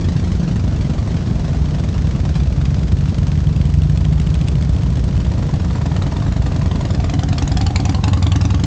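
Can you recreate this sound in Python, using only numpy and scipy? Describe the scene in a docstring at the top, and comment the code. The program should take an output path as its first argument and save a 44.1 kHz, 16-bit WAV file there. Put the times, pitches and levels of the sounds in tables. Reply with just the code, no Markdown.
"""On a street lined with houses, four big V-twin motorcycles roll past in turn, the last one close by.
Each time a cylinder fires, it thumps the exhaust pipe, barks at its mouth and lets out a rasp of gas.
The two cylinders fire at uneven gaps, so the beat limps. The close bike's open pipes also crack and ring.
House fronts and parked cars send back dull echoes, and more motorcycles rumble further down the street."""
import sys
import numpy as np
from scipy import signal
from scipy.fft import rfft, irfft, next_fast_len
from scipy.io import wavfile
from scipy.ndimage import uniform_filter1d

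SR = 44100
rng = np.random.default_rng(int(sys.argv[2]) if len(sys.argv) > 2 else 0)


def store_wav(level_fs):
    """Save 16-bit WAV to argv[1]."""
    pcm = np.round(np.clip(np.atleast_2d(level_fs), -1, 1) * 32767)
    wavfile.write(sys.argv[1], SR, pcm.T.astype(np.int16))


N = 381897
TIME = np.arange(N) / SR
TOP_HZ = 8250  # the treble ends about here
CLOSE_PATH = (31.16, 3.09)  # the close bike's route: to_go_m at the start, closest_m

# the boomy bike's engine speed (each cylinder fires once a cycle): time_s, cycles_per_s
BOOMY_SPEED = [(2.2, 9.3), (2.7, 9.623), (3.6, 10.866), (3.82, 12.787), (4.03, 13.114), (4.22, 13.959),
               (4.9, 14.494), (5.15, 14.6), (5.867, 11.594), (6.591, 13.146)]
# the notes a well muffled pipe rings at: pitch_hz, width_hz, level_db
MUFFLED_PIPE = [(58, 28.4, -5.5), (82.7, 27.3, -6), (133.6, 4.2, -5.5), (237, 47, -38)]
# the notes in the bark at a muffled pipe's mouth: pitch_hz, width_hz, level_db
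MUFFLED_MOUTH = [(482, 120, -3.5), (665, 177, -0.5), (1130, 270, -11), (1540, 450, -18)]
# the tone of gas hissing softly out of a pipe: pitch_hz, level_db
SOFT_GAS = [(700, 3), (1600, 6.5), (2500, 4), (4300, 1.5), (6000, -0.5), (8000, -9.5)]


def close_bike():
    """Open pipes chug by at little more than idle, now cracking, now missing a beat."""
    # engine speed: time_s, cycles_per_s
    speed = [(5.274, 8.779), (6.216, 10.049), (6.838, 10.43), (8.27, 10.777)]
    # the hardest firings and the misfires: time_s, extra_db
    uneven_burns = [(5.2, 4.5), (5.86, 4), (5.96, 6), (6.018, 5), (6.062, -0.5), (6.46, 3.5), (7.23, 0.5),
                    (7.38, 5), (7.57, 3), (7.61, 4), (7.66, 2), (7.705, -12.5), (7.757, 4), (7.85, 1),
                    (7.797, -4.5), (7.945, -2.5), (7.985, -26.5), (8.04, 3.5), (8.17, -6), (8.225, 1),
                    (8.355, -0.5), (8.545, -1), (8.595, -7.5), (8.635, 2)]
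    # notes of each cylinder's pipe, the rear pipe's overtones and the bark: pitch_hz, width_hz, level_db
    front_pipe = [(81.6, 12, 8.5), (96.2, 4.9, 8), (169, 30, -1.5)]
    rear_pipe = [(81, 11, -11), (106.3, 6.1, 4), (169, 43, -8.5)]
    overtones = [(281.8, 13, 1.5), (318.5, 47, -11)]
    mouth = [(485, 40, 1.5), (695, 185, 2), (1005, 150, -2), (1166, 70, 0.5), (1784, 780, -8.5)]
    # the tone of the escaping gas: pitch_hz, level_db
    gas = [(700, -11), (1500, 3), (2100, 2.5), (2550, 6), (3400, 5.5), (4500, 4.5), (5800, -2.5), (7200, 3),
           (8200, -10.5)]
    # loudness of thump, bark and rasp, then of the overtones: level_db, behind_db, end_on_db, pull_db
    voice = [(-17, 9.6, 2.6, 4), (-35.5, 3.3, 4.8, 3.6), (-34, 4.35, 0.63, 0.5)]
    overtone_voice = [(-27.5, 3.5, 4, -0.5)]
    times, level_db = firings(speed, front_fires_s=5.0327, rear_db=-.2, jitter_s=.0002)
    rear = level_db < 0
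    level_db = with_burns(times, level_db, uneven_burns)
    push_db = .37 * np.minimum(level_db, 0)  # a weak burn still pushes air
    front_chug = thump(times[~rear], push_db[~rear], front_pipe, low_hz=66, high_hz=165, spread_db=.5)
    rear_chug = thump(times[rear], push_db[rear], rear_pipe, low_hz=66, high_hz=165, spread_db=.5)
    thumps = unit_level(front_chug + from_db(-3) * rear_chug)
    # the bark comes first, then the rasp, then the crack
    pipes = exhaust(times, level_db, passing_gains(CLOSE_PATH, voice, speed), thumps, mouth, gas,
                    rise_s=.0014, fall_s=.0032, tail_db=-14.5, spread_db=.7, bounce=.6,
                    bark_s=.0047, rasp_lag_s=.005)
    crack_times = times + .0056
    throb = thump(times[rear], push_db[rear], overtones, low_hz=220, high_hz=320, spread_db=1)
    throb = unit_level(resonate(throb, hz=290, width_hz=110))  # takes a moment to build
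    throb_gain, = passing_gains(CLOSE_PATH, overtone_voice, speed)
    return pipes + throb_gain * throb + hollow_notes(times, level_db) + crack_ring(crack_times, level_db)


def hollow_notes(times, level_db):
    """Each gush rings the open pipe's hollow notes, which beam their own ways and rise as it passes."""
    # hollow notes: pitch_hz, level_db, loudest_view (-1 ahead, 1 behind), loss_db per unit of view away
    notes = [(766, -30.5, -0.077, 9.5), (1023.2, -34, .45, 20.5), (1086, -33.5, -.91, 69.5),
             (1971, -42, -.9, 58.5)]
    glide_hz, width_hz = 125, 100
    near_db, view = drive_past(CLOSE_PATH)
    flow = gush(clicks(times, level_db / 3, spread_db=.5), fall_s=.004)
    pop_index = np.searchsorted(np.sort(times), TIME)
    sound = 0
    for hz, db, loudest_view, loss_db in notes:
        heat = 1 + .025 * rng.standard_normal(len(times) + 1)  # each pop's heat shifts the pitch
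        tone = np.exp(2j * np.pi * np.cumsum(hz * heat[pop_index] + glide_hz * view) / SR)
        ringing = (cut(flow / tone, width_hz / 2, "low") * tone).real  # a band around the moving pitch
        sound = sound + from_db(db + near_db - loss_db * abs(view - loudest_view)) * unit_level(ringing)
    return sound


def crack_ring(times, level_db):
    """Each crack of the open pipe rings like metal: a narrow band of the gas jet, at a new pitch."""
    # the cracks that stand out: time_s, pitch_hz, extra_db
    cracks = [(7.38, 5200, -1), (7.42, 5900, -1.5), (7.57, 5200, -1), (7.61, 4800, -1), (7.66, 4600, 1.5),
              (7.76, 4100, 1.5), (7.85, 5900, -2), (8.04, 5400, -6), (8.08, 4700, 0), (8.13, 3500, 3),
              (8.225, 4400, 4.5), (8.265, 3500, 3), (8.315, 3100, 10), (8.355, 6000, 7), (8.41, 5300, 8.5),
              (8.45, 5700, 7.5)]
    centre_hz, scatter_octaves, width_hz = 4500, .24, 700
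    near_db, view = drive_past(CLOSE_PATH)
    starts = np.sort(times)
    hz = centre_hz * 2 ** (scatter_octaves * rng.standard_normal(len(times)))
    for time_s, pitch_hz, _ in cracks:
        hz[np.argmin(abs(starts - time_s))] = pitch_hz
    level_db = with_burns(times, level_db, [(time_s, db) for time_s, _, db in cracks])
    tone = np.exp(2j * np.pi * np.cumsum(hz[np.searchsorted(starts, TIME) - 1]) / SR)
    band = cut(rng.standard_normal(N) + 1j * rng.standard_normal(N), width_hz / 2, "low")
    pulses = clicks(times, level_db, spread_db=.5)
    pops = puffs(pulses, rise_s=.00083, fall_s=.003, tail_db=-22, tail_s=.018)
    gain = from_db(-36.5 + near_db - 10 * view ** 2)  # the ring is beamed sideways
    return gain * unit_level(pops * (band * tone).real)


def boomy_bike():
    """The third bike pulls away with deep, steady thumps while one cylinder spits sharply."""
    # the notes its pipe rings at: pitch_hz, width_hz, level_db
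    pipe = [(65, 16, -1), (84, 47, -4), (147, 27, 2)]
    # hard firings at full pull: time_s, extra_db
    pops = [(3.975, 1.8), (4.2, 3.7), (4.345, 4), (4.415, 4.2), (4.485, 7.1)]
    # the tone of the escaping gas: pitch_hz, level_db
    gas = [(700, -23.5), (1700, -5), (2900, 3), (4200, -4), (5600, -8.5), (8000, -9.5)]
    # loudness of thump, bark and rasp: level_db, behind_db, end_on_db, pull_db
    voice = [(-13.5, 1, -9, 0.33), (-47, 4.5, 5.5, 0.59), (-46, 13.5, -23, 0.46)]
    times, level_db = firings(BOOMY_SPEED, front_fires_s=3.468, rear_db=-1, jitter_s=.0001)
    thumps = thump(times, level_db, pipe, low_hz=40, high_hz=130, spread_db=.6)
    times, level_db = firings(BOOMY_SPEED, front_fires_s=3.468, rear_db=-10.5)  # the front one spits
    gains = passing_gains((14, 7.7), voice, BOOMY_SPEED)
    return exhaust(times, with_burns(times, level_db, pops), gains, thumps, MUFFLED_MOUTH, gas,
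                   rise_s=.0027, fall_s=.0019, tail_db=-33.5, spread_db=.5, bounce=-.5, bark_s=.0048)


def boomy_drone():
    """A firm tone follows the boomy bike's engine speed and swells as the revs reach the pipe's boom."""
    # how the drone swells and fades: time_s, level_db
    swell = [(3.5, -50), (3.8, -24), (4.05, -22), (4.3, -26), (5.2, -30), (5.8, -55)]
    waves_per_cycle = 12
    cycles = np.cumsum(curve(BOOMY_SPEED)) / SR
    wobble_db = np.interp(cycles, np.arange(200), 1.5 * rng.standard_normal(200))  # no two cycles alike
    return from_db(curve(swell) + wobble_db) * np.sqrt(2) * np.sin(2 * np.pi * waves_per_cycle * cycles)


def first_bike():
    """The first bike eases off the throttle and pops a few times as it leaves."""
    # engine speed: time_s, cycles_per_s
    speed = [(.214, 13.015), (1.16, 10.806), (2.055, 9.687)]
    # the notes its pipe rings at: pitch_hz, width_hz, level_db
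    pipe = [(63, 53, -9), (80.4, 25, 7), (141, 15, 0), (171.6, 11, 9), (248, 13, -9.5), (325, 58, -22)]
    # hard firings: time_s, extra_db
    pops = [(.042, 4), (.085, 1.5), (1.17, 4.5), (2.15, 1), (2.25, 1), (2.357, 11), (2.4, 9)]
    # loudness of thump, bark and rasp: level_db, behind_db, end_on_db, pull_db
    voice = [(-21.5, 1.5, -5.5, 0), (-46.5, 1, 13.5, 0), (-41.5, -6.5, 9, 0)]
    times, level_db = firings(speed, front_fires_s=.0079, rear_db=-3.5)
    thumps = thump(times, level_db / 2, pipe, low_hz=40.8, high_hz=312, spread_db=3.5)
    gains = passing_gains((1, 4.4), voice, speed)
    return exhaust(times, with_burns(times, level_db, pops), gains, thumps, MUFFLED_MOUTH, SOFT_GAS,
                   rise_s=.0016, fall_s=.015, tail_db=-6.5, spread_db=1.2, bounce=.56, bark_s=.0044)


def touring_bike():
    """The second bike is well muffled; its short puffs of gas make a light tick."""
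    # engine speed: time_s, cycles_per_s
    speed = [(0, 14), (0.602, 13.4), (1.2, 12), (1.799, 11), (2.398, 11), (3.301, 11.6)]
    # loudness of thump, bark and rasp: level_db, behind_db, end_on_db, pull_db
    voice = [(-24, -2, -4.5, 0.0088), (-43, -7.5, -9.5, 0.012), (-44, 7, -0.5, 0.0054)]
    times, level_db = firings(speed, front_fires_s=.05, rear_db=0)
    thumps = thump(times, level_db, MUFFLED_PIPE, low_hz=49.3, high_hz=237, spread_db=2)
    gains = passing_gains((7.26, 5.9), voice, speed)
    return exhaust(times, level_db, gains, thumps, MUFFLED_MOUTH, SOFT_GAS,
                   rise_s=.001, fall_s=.0048, tail_db=-16, spread_db=2.5, bounce=.06, bark_s=.013)


def firings(speed, front_fires_s, rear_db, jitter_s=.00038):
    """Firing times and levels: the rear cylinder follows the front by 315 of a cycle's 720 degrees."""
    cycles = np.cumsum(curve(speed)) / SR
    cycles -= np.interp(front_fires_s, TIME, cycles)  # one front firing lands on this moment
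    front = np.arange(np.floor(cycles[0]), cycles[-1])
    both = np.concatenate([front, front + 315 / 720])
    level_db = np.repeat([0, rear_db], len(front))
    heard = (both > cycles[0]) & (both < cycles[-1])
    times = np.interp(both[heard], cycles, TIME) + rng.normal(0, jitter_s, heard.sum())
    return times, level_db[heard]


def with_burns(times, level_db, burns):
    """Make the firing nearest to each listed moment harder or weaker."""
    index = np.arange(len(times))
    return level_db + sum(db * (index == np.argmin(abs(times - time_s))) for time_s, db in burns)


def clicks(times, level_db, spread_db):
    """One click for each firing; no two burns are equally strong."""
    samples = np.clip(np.round(times * SR).astype(int), 0, N - 1)
    return np.bincount(samples, from_db(level_db + spread_db * rng.standard_normal(len(samples))), N)


def thump(times, level_db, pipe, low_hz, high_hz, spread_db):
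    """Each firing's rounded push of air rings the pipe; the small mouth lets out little below low_hz."""
    rings = sum(from_db(db) * resonate(clicks(times, level_db, spread_db), hz, width_hz)
                for hz, width_hz, db in pipe)
    rounded = cut(rings, high_hz, "low", order=3)
    return unit_level(cut(rounded, low_hz, "high", order=4))


def exhaust(times, level_db, gains, thumps, mouth, gas,
            rise_s, fall_s, tail_db, spread_db, bounce, bark_s, rasp_lag_s=0):
    """One bike's thumps, plus the bark of gas ringing the pipe's mouth and the rasp of it escaping."""
    thump_gain, bark_gain, rasp_gain = gains
    pulses = clicks(times, level_db, spread_db)
    flow = gush(np.sqrt(pulses), bark_s)  # a hard burn lifts the bark less than the rasp
    rings = sum((-1) ** k * from_db(db) * resonate(flow, hz, width_hz)
                for k, (hz, width_hz, db) in enumerate(mouth))
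    bark = unit_level(cut(rings, 3100, "low"))
    hiss = mouth_reflections(noise(gas), times, bounce)
    rasp = unit_level(puffs(pulses, rise_s, fall_s, tail_db) * hiss)
    return thump_gain * thumps + bark_gain * bark + rasp_gain * np.interp(TIME - rasp_lag_s, TIME, rasp)


def puffs(pulses, rise_s, fall_s, tail_db, tail_s=.021):
    """Gas flow: the valve opens, most of the gas bursts out, and the rest is pushed out slowly."""
    age = TIME[:SR // 8]
    opening = 1 - np.exp(-(age / rise_s) ** 2)
    emptying = np.exp(-age / fall_s) + from_db(tail_db) * np.exp(-age / tail_s)
    return signal.oaconvolve(pulses, opening * emptying)[:N]


def gush(pulses, fall_s):
    """Swirling gas makes a burst of noise after each firing."""
    return puffs(pulses, rise_s=.0015, fall_s=fall_s, tail_db=-10) * rng.standard_normal(N)


def mouth_reflections(hiss, times, bounce, round_trip_s=.0009):
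    """Tiny echoes in the pipe's mouth colour the hiss; their delay changes with the heat of each pop."""
    delays_s = round_trip_s * from_db(2.5 * rng.standard_normal(len(times) + 1))
    lag = np.round(delays_s[np.searchsorted(np.sort(times), TIME)] * SR).astype(int)
    return sum(bounce ** k * hiss[np.maximum(np.arange(N) - k * lag, 0)] for k in range(3))


def drive_past(path, road_m_per_s=4):
    """Level by distance on a straight road, and our view of the bike: -1 ahead, 0 beside, 1 behind."""
    to_go_m, closest_m = path
    along_m = road_m_per_s * TIME - to_go_m
    distance_m = np.hypot(along_m, closest_m)
    return 20 * np.log10(closest_m / distance_m), along_m / distance_m


def passing_gains(path, voice, speed, smooth_s=.4):
    """A gain for each voice row, set by the path (to_go_m, closest_m) and by how hard the engine pulls."""
    near_db, view = drive_past(path)
    speeding_up = np.maximum(np.gradient(curve(speed)) * SR, 0)  # cycles per second gained each second
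    pull = uniform_filter1d(speeding_up, int(smooth_s * SR))
    return [from_db(level_db + near_db + behind_db * view + end_on_db * view ** 2 + pull_db * pull)
            for level_db, behind_db, end_on_db, pull_db in voice]


def street_echoes(bikes):
    """House fronts and parked cars send back dull echoes whose paths slowly stretch and shrink."""
    # the echoes: delay_s, level_db
    reflections = [(0.015, -14.5), (0.03, -14), (0.058, -30.5), (0.103, -28)]
    sway_share, sway_s = .15, 5
    dull = cut(bikes, 2000, "low")
    echoes = 0
    for delay_s, db in reflections:
        sway = sway_share * np.sin(2 * np.pi * (TIME / sway_s + rng.random()))
        echoes = echoes + from_db(db) * np.interp(TIME - delay_s * (1 + sway), TIME, dull, left=0)
    return echoes


def far_street():
    """Distant engines throb in a steady wash of traffic, each with a wandering throttle."""
    # the distant engines: cycles_per_s, level_db
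    far_bikes = [(8.3, -23), (12.4, -19.5), (16.5, -28.5)]
    # the tone of the wash of engines and tyres: pitch_hz, level_db
    wash = [(30, -0.5), (60, -7.5), (150, 7), (250, -7.5), (450, -13), (700, -22.5), (1200, -26.5),
            (2200, -33), (4300, -33.5), (6500, -36), (8200, -46.5)]
    seconds, engines = np.arange(10), 0
    for cycles_per_s, db in far_bikes:
        wander = from_db(.6 * rng.standard_normal(len(seconds)))
        speed = np.column_stack([seconds, cycles_per_s * wander])
        times, level_db = firings(speed, front_fires_s=rng.random(), rear_db=-2.5)
        thumps = thump(times, level_db, MUFFLED_PIPE, low_hz=40.5, high_hz=241.3, spread_db=3)
        engines = engines + from_db(db) * thumps
    return engines + from_db(-23.5) * noise(wash)


def noise(tone):
    """Steady noise shaped by rows of pitch_hz, level_db."""
    hz, level_db = np.transpose(tone)
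    size = next_fast_len(N)
    bins_hz = np.maximum(np.fft.rfftfreq(size, 1 / SR), 1)
    gain = from_db(np.interp(np.log(bins_hz), np.log(hz), level_db))
    gain *= np.minimum(bins_hz / hz[0], 1) ** 2 * (bins_hz < TOP_HZ * 1.1)  # trim the bottom and top
    return unit_level(irfft(rfft(rng.standard_normal(size)) * gain, size)[:N])


def resonate(x, hz, width_hz):
    """Ring at one pitch; the narrower the width, the longer the ring."""
    decay = np.exp(-np.pi * width_hz / SR)
    feedback = [1, -2 * decay * np.cos(2 * np.pi * hz / SR), decay ** 2]
    return signal.lfilter(np.array([1, 0, -1]) * (1 - decay ** 2) / 2, feedback, x + 1e-18)


def cut(x, hz, keep, order=2):
    """Keep the "low" or the "high" side of a pitch."""
    return signal.sosfilt(signal.butter(order, hz, keep, fs=SR, output="sos"), x + 1e-18)


def curve(rows):
    """Join rows of time_s, value with straight lines."""
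    return np.interp(TIME, *np.transpose(rows))


def unit_level(x):
    """Scale to an average power of 1."""
    return x / np.sqrt(np.mean(x ** 2) + 1e-20)


def from_db(db):
    """Turn decibels into a gain."""
    return 10 ** (np.asarray(db) / 20)


def scene():
    """The passing bikes, their echoes and the street behind, in one channel."""
    bikes = first_bike() + touring_bike() + boomy_bike() + boomy_drone() + close_bike()
    return (bikes + street_echoes(bikes) + far_street())[None]


def record(dry):
    """Turn loud stretches down, round off the highest peaks and cut the top of the treble."""
    window_s, loud_db, cut_share, peak_limit = .14, -16, .41, .88
    level_db = 10 * np.log10(uniform_filter1d(dry ** 2, int(window_s * SR)) + 1e-9)
    held = dry * from_db(-cut_share * np.maximum(level_db - loud_db, 0))
    rounded = held / (1 + (held / peak_limit) ** 4) ** (1 / 4)
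    return signal.sosfilt(signal.cheby1(12, .2, TOP_HZ, fs=SR, output="sos"), rounded)


dry = scene()
out = record(dry)
store_wav(out)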